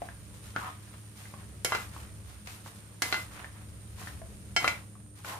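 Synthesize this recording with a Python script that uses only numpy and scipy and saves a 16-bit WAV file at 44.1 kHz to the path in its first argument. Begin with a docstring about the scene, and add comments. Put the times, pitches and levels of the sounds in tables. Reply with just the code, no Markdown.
"""A wooden spatula turns moist chopped vegetables in a non-stick pan on a kitchen stove, in stereo.
Strokes are trains of random clicks, filtered into rubbing on the pan and crackle of wet pieces.
Cushioned bumps, short gliding scrapes and hard knocks are added; only the knocks ring the pan's modes.
Reflections of a small kitchen follow the blade. Underneath lie a low hum and rumble of shaped noise
and sines, and a thin high hiss, stronger at the right microphone."""
import sys
import numpy as np
from scipy import signal
from scipy.fft import rfft, irfft, next_fast_len
from scipy.io import wavfile

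SR = 44100
rng = np.random.default_rng(int(sys.argv[2]) if len(sys.argv) > 2 else 0)


def to_wav(s):
    """Save 16-bit WAV."""
    ch = np.atleast_2d(s).T  # columns
    pcm = np.round(np.clip(ch, -1, 1) * 32767)  # PCM
    wavfile.write(sys.argv[1], SR, pcm.astype(np.int16))


N = 237919

# pushes of the blade through the food:
# (start [s], end [s], rubbing of wood on the pan [relative dB], crackle of the wet pieces [dB])
STROKES = [(0.0, 0.085, -53.5, -59.5), (0.318, 0.366, -64, -56), (0.411, 0.503, -55, -54.5),
           (0.55, 0.681, -40, -52.5), (0.81, 0.998, -61, -63), (1.142, 1.29, -55, -55),
           (1.364, 1.425, -51, -61), (1.668, 1.812, -40, -45), (1.907, 2.02, -47, -54),
           (2.253, 2.35, -56, -58.5), (2.446, 2.546, -51.5, -50.5), (2.633, 2.682, -52, -52),
           (2.73, 2.774, -57, -56), (3.011, 3.195, -39, -44), (3.301, 3.43, -43.5, -55.5),
           (3.528, 3.583, -50.5, -74), (3.962, 4.093, -47, -50), (4.577, 4.705, -34.5, -44),
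           (5.144, 5.188, -54.5, -56), (5.236, 5.333, -38.5, -45)]


def amp(db):
    """Decibels to gain."""
    return 10 ** (np.asarray(db) / 20)


def evened(x):
    """Scales to rms 1."""
    return x / np.sqrt(np.mean(x ** 2) + 1e-20)


def read(points, hz):
    """Reads a table on a log-frequency axis."""
    f, value = np.transpose(points)
    return np.interp(np.log(hz + 1), np.log(f + 1), value)


def add(mix, s, sound):
    """Mixes a stereo sound in at time s."""
    part = mix[:, max(0, round(s * SR)):][:, :sound.shape[1]]
    part += sound[:, :part.shape[1]]


def drift(cutoff_hz):
    """Slow random wandering of rms 1: noise whose gain is halved at cutoff_hz."""
    size = next_fast_len(N)
    hz = np.fft.rfftfreq(size, 1 / SR)
    spectrum = rfft(rng.standard_normal(size)) / (1 + (hz / cutoff_hz) ** 4)
    return evened(irfft(spectrum, size)[:N])


def colour(x, shape_db, size=4096):
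    """Causal minimum-phase filter with the gain shape_db(hz)."""
    hz = abs(np.fft.fftfreq(size, 1 / SR))
    log_gain = np.log(np.maximum(amp(shape_db(hz)), 1e-5))
    taps = np.fft.ifft(np.exp(np.conj(signal.hilbert(log_gain)))).real[:size // 2]
    return signal.oaconvolve(x, taps[None], axes=1)[:, :x.shape[1]]


def paired(x):
    """Two unrelated signals become a microphone pair: alike in the bass, apart in the treble."""
    # likeness of the two microphones: (frequency [Hz], left-right correlation [-1 to 1])
    likeness = [(60, 0.8), (200, 0.85), (400, 0.67), (800, 0.59), (1500, 0.07), (4000, 0), (9000, 0.12)]
    same = np.clip(read(likeness, np.fft.rfftfreq(x.shape[1], 1 / SR)), -1, 1)
    a, b = rfft(x)
    mid = a * np.sqrt((1 + same) / 2)
    side = b * np.sqrt((1 - same) / 2)
    return irfft(np.array([mid + side, mid - side]), x.shape[1])


def grains(per_s, spread_db):
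    """Two random trains of tiny clicks; the wider the spread, the more a few stand out."""
    size = amp(spread_db * np.minimum(rng.exponential(1, (2, N)), 4))
    sign = rng.choice([-1, 1], (2, N))
    present = rng.random((2, N)) < per_s / SR
    return evened(size * sign * present)


def effort(levels_db, growth_db, release_db_per_s, rest_db):
    """Gain over time: every push rises, holds with a slope and dies away, above a faint bed."""
    attack_s = 0.033  # the blade gets up to speed
    # the faint bed sinks steadily, then recovers quickly: (start [s], end [s], depth reached [dB])
    lull_start, lull_end, lull_db = (4.72, 5.16, -9.5)
    t = np.arange(N) / SR
    bed_db = rest_db + np.interp(t, [lull_start, lull_end, lull_end + attack_s], [0, lull_db, 0])
    power = amp(bed_db) ** 2
    for (start, end, *_), db in zip(STROKES, levels_db):
        rise = np.clip((t - start) / attack_s, 0, 1)
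        slope_db = growth_db * np.interp(t, [start, end], [-.5, .5])
        release_db = release_db_per_s * np.maximum(t - end, 0)
        power = power + (rise * amp(db + slope_db - release_db)) ** 2
    return np.sqrt(power)


def stirring(slips_db=2.0, clumps_db=1.7, catches_db=-7, snaps_db=-10):
    """Slips and sparser catches of the blade rub; wet pieces crackle in clumps and a few snap apart."""
    # wood rubbing on the coating: (frequency [Hz], relative level [dB])
    rub_shape = [(150, -6.5), (400, -7.5), (700, -3), (1100, 1), (1400, -0.5), (1900, -2.5), (2600, -6.5),
                 (4000, -13), (8000, -75)]
    # wet pieces parting: (frequency [Hz], relative level [dB])
    wet_shape = [(300, -13.5), (1000, 3), (3000, 4), (5000, 2.5), (8000, 1.5), (10500, 1), (13000, -1),
                 (15500, -10)]
    _, _, rub_db, wet_db = np.transpose(STROKES)

    catches = amp(catches_db) * grains(per_s=45, spread_db=2.0)
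    slips = paired(grains(per_s=1800, spread_db=slips_db) + catches)
    slips = slips * amp(clumps_db * drift(55))
    rub = evened(colour(slips, lambda hz: read(rub_shape, hz)))
    # both layers lose level over a push (the crackle more), then die away into the faint bed
    rub = rub * effort(rub_db, growth_db=-1.5, release_db_per_s=170, rest_db=-59)

    pops = grains(per_s=5400, spread_db=4.0) * amp(0.69 * drift(59))
    pops = pops + amp(snaps_db) * grains(per_s=30, spread_db=0.0)
    wet = evened(colour(pops, lambda hz: read(wet_shape, hz)))
    wet = wet * effort(wet_db, growth_db=-4.5, release_db_per_s=162, rest_db=-61)
    return amp(-6.5) * rub + wet


def kitchen(x):
    """Sparse reflections of random sign, each band dying at its own speed."""
    # decay of the room: (frequency [Hz], t60 [s])
    room_decay = [(150, 0.31), (600, 0.28), (2000, 0.27), (6000, 0.22), (14000, 0.28)]
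    size = SR // 2
    taps = rng.choice([-1., 1.], (2, size)) * (rng.random((2, size)) < 1 / 10)
    # the reflections start a few milliseconds after the direct sound and build up
    build_up = np.clip(np.arange(size) / SR / 0.0047 - .6, 0, 1)
    taps = paired(taps * build_up)
    hz, t, bands = signal.stft(taps, SR, nperseg=256)
    decay = amp(-60 * t / read(room_decay, hz)[:, None])
    tail = signal.istft(bands * decay, SR, nperseg=256)[1]
    return signal.fftconvolve(x, tail / np.linalg.norm(tail[0]), axes=1)[:, :x.shape[1]]


def background():
    """Shaped noise whose low rumble swells and sinks, with hum sines wavering in pitch and level."""
    # stove and kitchen background: (frequency [Hz], relative density [dB per Hz])
    floor_shape = [(20, -31.5), (38, -16), (55, -7), (70, 2.5), (90, -3.5), (135, -7.5), (165, -9),
                   (205, -7), (250, -21), (330, -18.5), (600, -23), (1200, -51.5), (3300, -54), (7000, -36),
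                   (11000, -34), (15500, -67)]
    # slow swell of the low rumble: (time [s], relative level [dB])
    rumble_swell = [(0, 4.5), (0.9, -2), (1.65, -2), (2.1, 4), (2.5, 3), (2.7, -7), (3.0, -6), (3.25, 1),
                    (4.1, 5.5), (4.6, 1), (4.9, -2.5), (5.39, -0.5)]
    # notes of the hum: (frequency [Hz], mean level [dB])
    hum_notes = [(105, -52.5), (209, -64.5), (300, -67)]
    noise = paired(rng.standard_normal((2, N)))
    floor = evened(colour(noise, lambda hz: read(floor_shape, hz), size=16384))
    rumble_filter = signal.butter(4, 98, fs=SR, output="sos")  # top of the rumble, Hz
    low = signal.sosfiltfilt(rumble_filter, floor)
    swell_db = np.interp(np.arange(N) / SR, *np.transpose(rumble_swell)) - 1.0
    floor = floor - low + low * amp(swell_db)
    hum = 0
    for hz, db in hum_notes:
        level = amp(db + 1.55 * drift(4.4)) * np.sqrt(2)
        phase = 2 * np.pi * np.cumsum(hz + 1.7 * drift(6.4)) / SR
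        hum = hum + level * np.sin(phase)
    return amp(-50.0 + 1.3 * drift(2.1)) * floor + hum


def hiss(centre_hz=9020, width_hz=400, core_hz=90, wander_hz=110):
    """A thin high hiss with an unsteady whistling core, stronger on the right."""
    def band(half_width_hz):
        """Noise in one resonance."""
        def shape_db(hz):
            """Gain falling away on both sides of the centre."""
            return -20 * np.log10(1 + ((hz - centre_hz) / half_width_hz) ** 2)
        return evened(colour(rng.standard_normal((2, N)), shape_db))

    # shifting the narrow band up and down makes the core wander in pitch
    core = signal.hilbert(band(core_hz))
    wander = np.exp(2j * np.pi * np.cumsum(wander_hz * drift(9)) / SR)
    core = (core * wander).real
    return evened(band(width_hz) + core) * amp([[-64.5], [-57]])


def blow(x):
    """Scales a hit so that its energy equals 10 ms at rms 1."""
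    return x * np.sqrt(SR / 100 / (np.sum(x ** 2) / 2 + 1e-20))


def thud(bright_hz, wood_hz, wood_db, tick=3.25, clack_t60_at_4khz=0.049, wood_cycles=24,
         chatter=0.072, clack_db=-3):
    """The dry part of a blow: a contact tick, a dense clack and the damped note of the blade."""
    # dense, quickly dying vibration after a blow: (frequency [Hz], relative level [dB])
    clack_shape = [(100, -16), (250, -7), (450, -3.5), (900, 0.5), (1250, -3), (1600, 0.5), (2600, -1),
                   (3600, -4.5), (4600, -1.5), (7000, 0), (10500, -8), (15500, -8)]
    t = np.arange(SR // 2) / SR
    # a soft contact dies sooner and leaves out the treble
    clack_t60 = clack_t60_at_4khz * (bright_hz / 4000) ** 0.17
    clack = paired(rng.standard_normal((2, len(t))) * amp(-60 * t / clack_t60))
    # the tick reaches the right microphone a moment later, and stronger
    clack[0, 0] += tick
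    clack[1, 2] += tick * 1.8
    clack = colour(clack, lambda hz: read(clack_shape, hz) - 10 * np.log10(1 + (hz / bright_hz) ** 3.9))
    # bright contacts add a sharp snap, strongest on the right
    snap_note = np.sin(2 * np.pi * np.array([[11000], [9700]]) * t)
    snap = np.exp(-t / .0005) * snap_note * np.array([[2], [5.5]])
    snap /= 1 + (8000 / bright_hz) ** 6
    # the blade chatters for a moment; its note falls 60 dB in wood_cycles periods
    push = chatter * rng.standard_normal((2, len(t))) * np.exp(-t / 0.011)
    # the note reaches the right microphone a moment later
    push[0, 0] += 2
    push[1, 4] += 2
    note = np.sin(2 * np.pi * wood_hz * t) * amp(-60 * t * wood_hz / wood_cycles)
    wood = signal.fftconvolve(push, note[None], axes=1)[:, :len(t)]
    # the note is slightly stronger at the left microphone
    wood = amp(wood_db - 3.5) * blow(wood) * amp([[.8], [-.8]])
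    return snap + amp(clack_db) * blow(clack) + wood


def bumps(room_db=-5):
    """Blows cushioned by food leave the pan silent: a dull contact and the note of the blade."""
    # (time [s], force [dB], pitch of the wooden knock [Hz], wood [relative dB])
    cushioned = [(0.019, -42.5, 703, 11.5), (0.0879, -49, 1640, 7.5), (0.5625, -33.5, 1454, 7.5),
                 (0.939, -49.5, 1070, -5), (1.255, -56, 2020, 6.5), (1.339, -47, 1120, 2.5),
                 (1.964, -49, 1130, 5.5), (2.473, -40.5, 2560, -6), (2.662, -45.5, 1130, -3),
                 (3.4447, -46.5, 1800, 7.5), (4.016, -47, 1124, 2), (4.073, -48, 1810, 9.5),
                 (4.217, -49.5, 684, 7.5), (4.954, -62.5, 1160, 8.5), (5.247, -40.5, 1470, -2)]
    brightness = 1.4  # a cushioned contact reaches this multiple of its pitch
    out = np.zeros((2, N))
    for s, force_db, wood_hz, wood_db in cushioned:
        hit = thud(brightness * wood_hz, wood_hz, wood_db)
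        add(out, s, amp(force_db) * (hit + amp(room_db) * kitchen(hit)))
    return out


def scrapes(width_hz=170):
    """Uneven slips keep exciting a resonance of the blade, which glides as the contact moves."""
    # the blade pressed hard along the pan judders:
    # (start [s], end [s], first pitch [Hz], last pitch [Hz], level [dB])
    judders = [(0.544, 0.61, 1430, 1290, -50), (0.601, 0.705, 1100, 1160, -43),
               (1.73, 1.758, 1420, 1420, -33.5), (5.277, 5.397, 1030, 875, -47.5)]
    out = np.zeros((2, N))
    for start, end, first_hz, last_hz, db in judders:
        hz = np.geomspace(first_hz, last_hz, max(round((end - start) * SR), 64))
        slips = paired(grains(per_s=3100, spread_db=0.5)[:, :len(hz)])
        # shift the gliding pitch down to zero, resonate there, and shift back up
        turn = np.exp(2j * np.pi * np.cumsum(hz) / SR)
        r = np.exp(-2 * np.pi * width_hz / SR)
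        note = (turn * signal.lfilter([1], np.poly([r, r]), slips / turn)).real
        add(out, start, amp(db) * evened(note * signal.windows.tukey(len(hz), .4)))
    return out


def pan_ring(place, free_s, damping_s=0.0061, port_radians=0.46):
    """The pan's modes ring freely until blade and food settle on it and damp them."""
    # modes of the pan: (frequency [Hz], t60 [s],
    # level struck on the near wall [dB], on the far wall [dB], on the bottom [dB]), levels relative
    pan_modes = [(347, .16, -16, -15, -18), (624, .12, -22, -12, -14), (767, .12, -10, -14, -11),
                 (1384, .13, -2, -16, -14), (1421, .21, -18, -17, -2), (1655, .14, -6, -5, -11),
                 (2048, .32, -6, 0, -1), (2219, .23, -1, -6, -15), (2722, .22, -14, -12, -9),
                 (3104, .16, 0, -12, -8), (4042, .2, -16, -16, -13), (4414, .11, -10, -10, -20),
                 (5000, .1, -24, -9, -25), (5317, .15, -3, -7, -16), (6450, .12, -15, -12, -22),
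                 (7784, .17, -13, -18, -24)]
    t, ring = np.arange(SR // 2) / SR, 0
    for k, (hz, t60, *place_db) in enumerate(pan_modes):
        # each mode has its own lobes, so its phase differs between the microphones
        lobe = port_radians * np.sqrt(hz / 1000) * (-1) ** k * np.array([[1], [-1]])
        phase = rng.uniform(0, 2 * np.pi) + lobe
        level = amp(np.interp(place, [0, 1, 2], place_db) - 60 * t / t60)
        ring = ring + level * np.sin(2 * np.pi * hz * t + phase)
    return blow(ring) * np.exp(-np.maximum(t - free_s, 0) / damping_s)


def knocks(free_ring_s=0.1, room_db=-5.5):
    """Hard blows ring the pan until the food damps it; each has its own spot and reflections."""
    # blade on bare pan: (time [s], force [dB], contact brightness [Hz], pitch of the wooden knock [Hz],
    # wood [relative dB], pan ring [relative dB], place [0 near wall, 1 far wall, 2 and above bottom])
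    hard_blows = [(1.6474, -23.5, 11900, 516, -9, -5, 0.074), (1.7214, -26.5, 1780, 1180, -4, 0.5, 4.1),
                  (1.7498, -26.5, 2930, 627, -9.5, -9.5, 2.7), (3.0207, -22.5, 8800, 597, -18, -5, 0.76),
                  (3.1259, -26, 2700, 4180, -2, 0, 2.2), (3.1432, -31, 3300, 1530, 1, -2.5, 1.8),
                  (4.564, -23.5, 5700, 720, -6, 4.5, 0.012), (4.644, -27, 2470, 1223, 5.5, 2, 2.6),
                  (4.6778, -24.5, 4850, 2300, 3.5, -4, 2.1)]
    out = np.zeros((2, N))
    for s, force_db, bright_hz, wood_hz, wood_db, ring_db, place in hard_blows:
        hit = thud(bright_hz, wood_hz, wood_db)
        ring = amp(ring_db) * pan_ring(place, free_ring_s)
        add(out, s, amp(force_db) * (hit + amp(room_db) * kitchen(hit) + ring))
    return out


def scene():
    """Knocks, bumps, scrapes and stirring in the small room, over the background."""
    stir = stirring() + scrapes()
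    return knocks() + bumps() + stir + amp(-5.0) * kitchen(stir) + background() + hiss()


def record(dry):
    """The band limit of the recorder: a steep low-pass at 15600 Hz."""
    band_limit = signal.firwin(511, 15600, window=("kaiser", 9), fs=SR)
    return signal.oaconvolve(dry, band_limit[None], "same")


dry = scene()
out = record(dry)
to_wav(out)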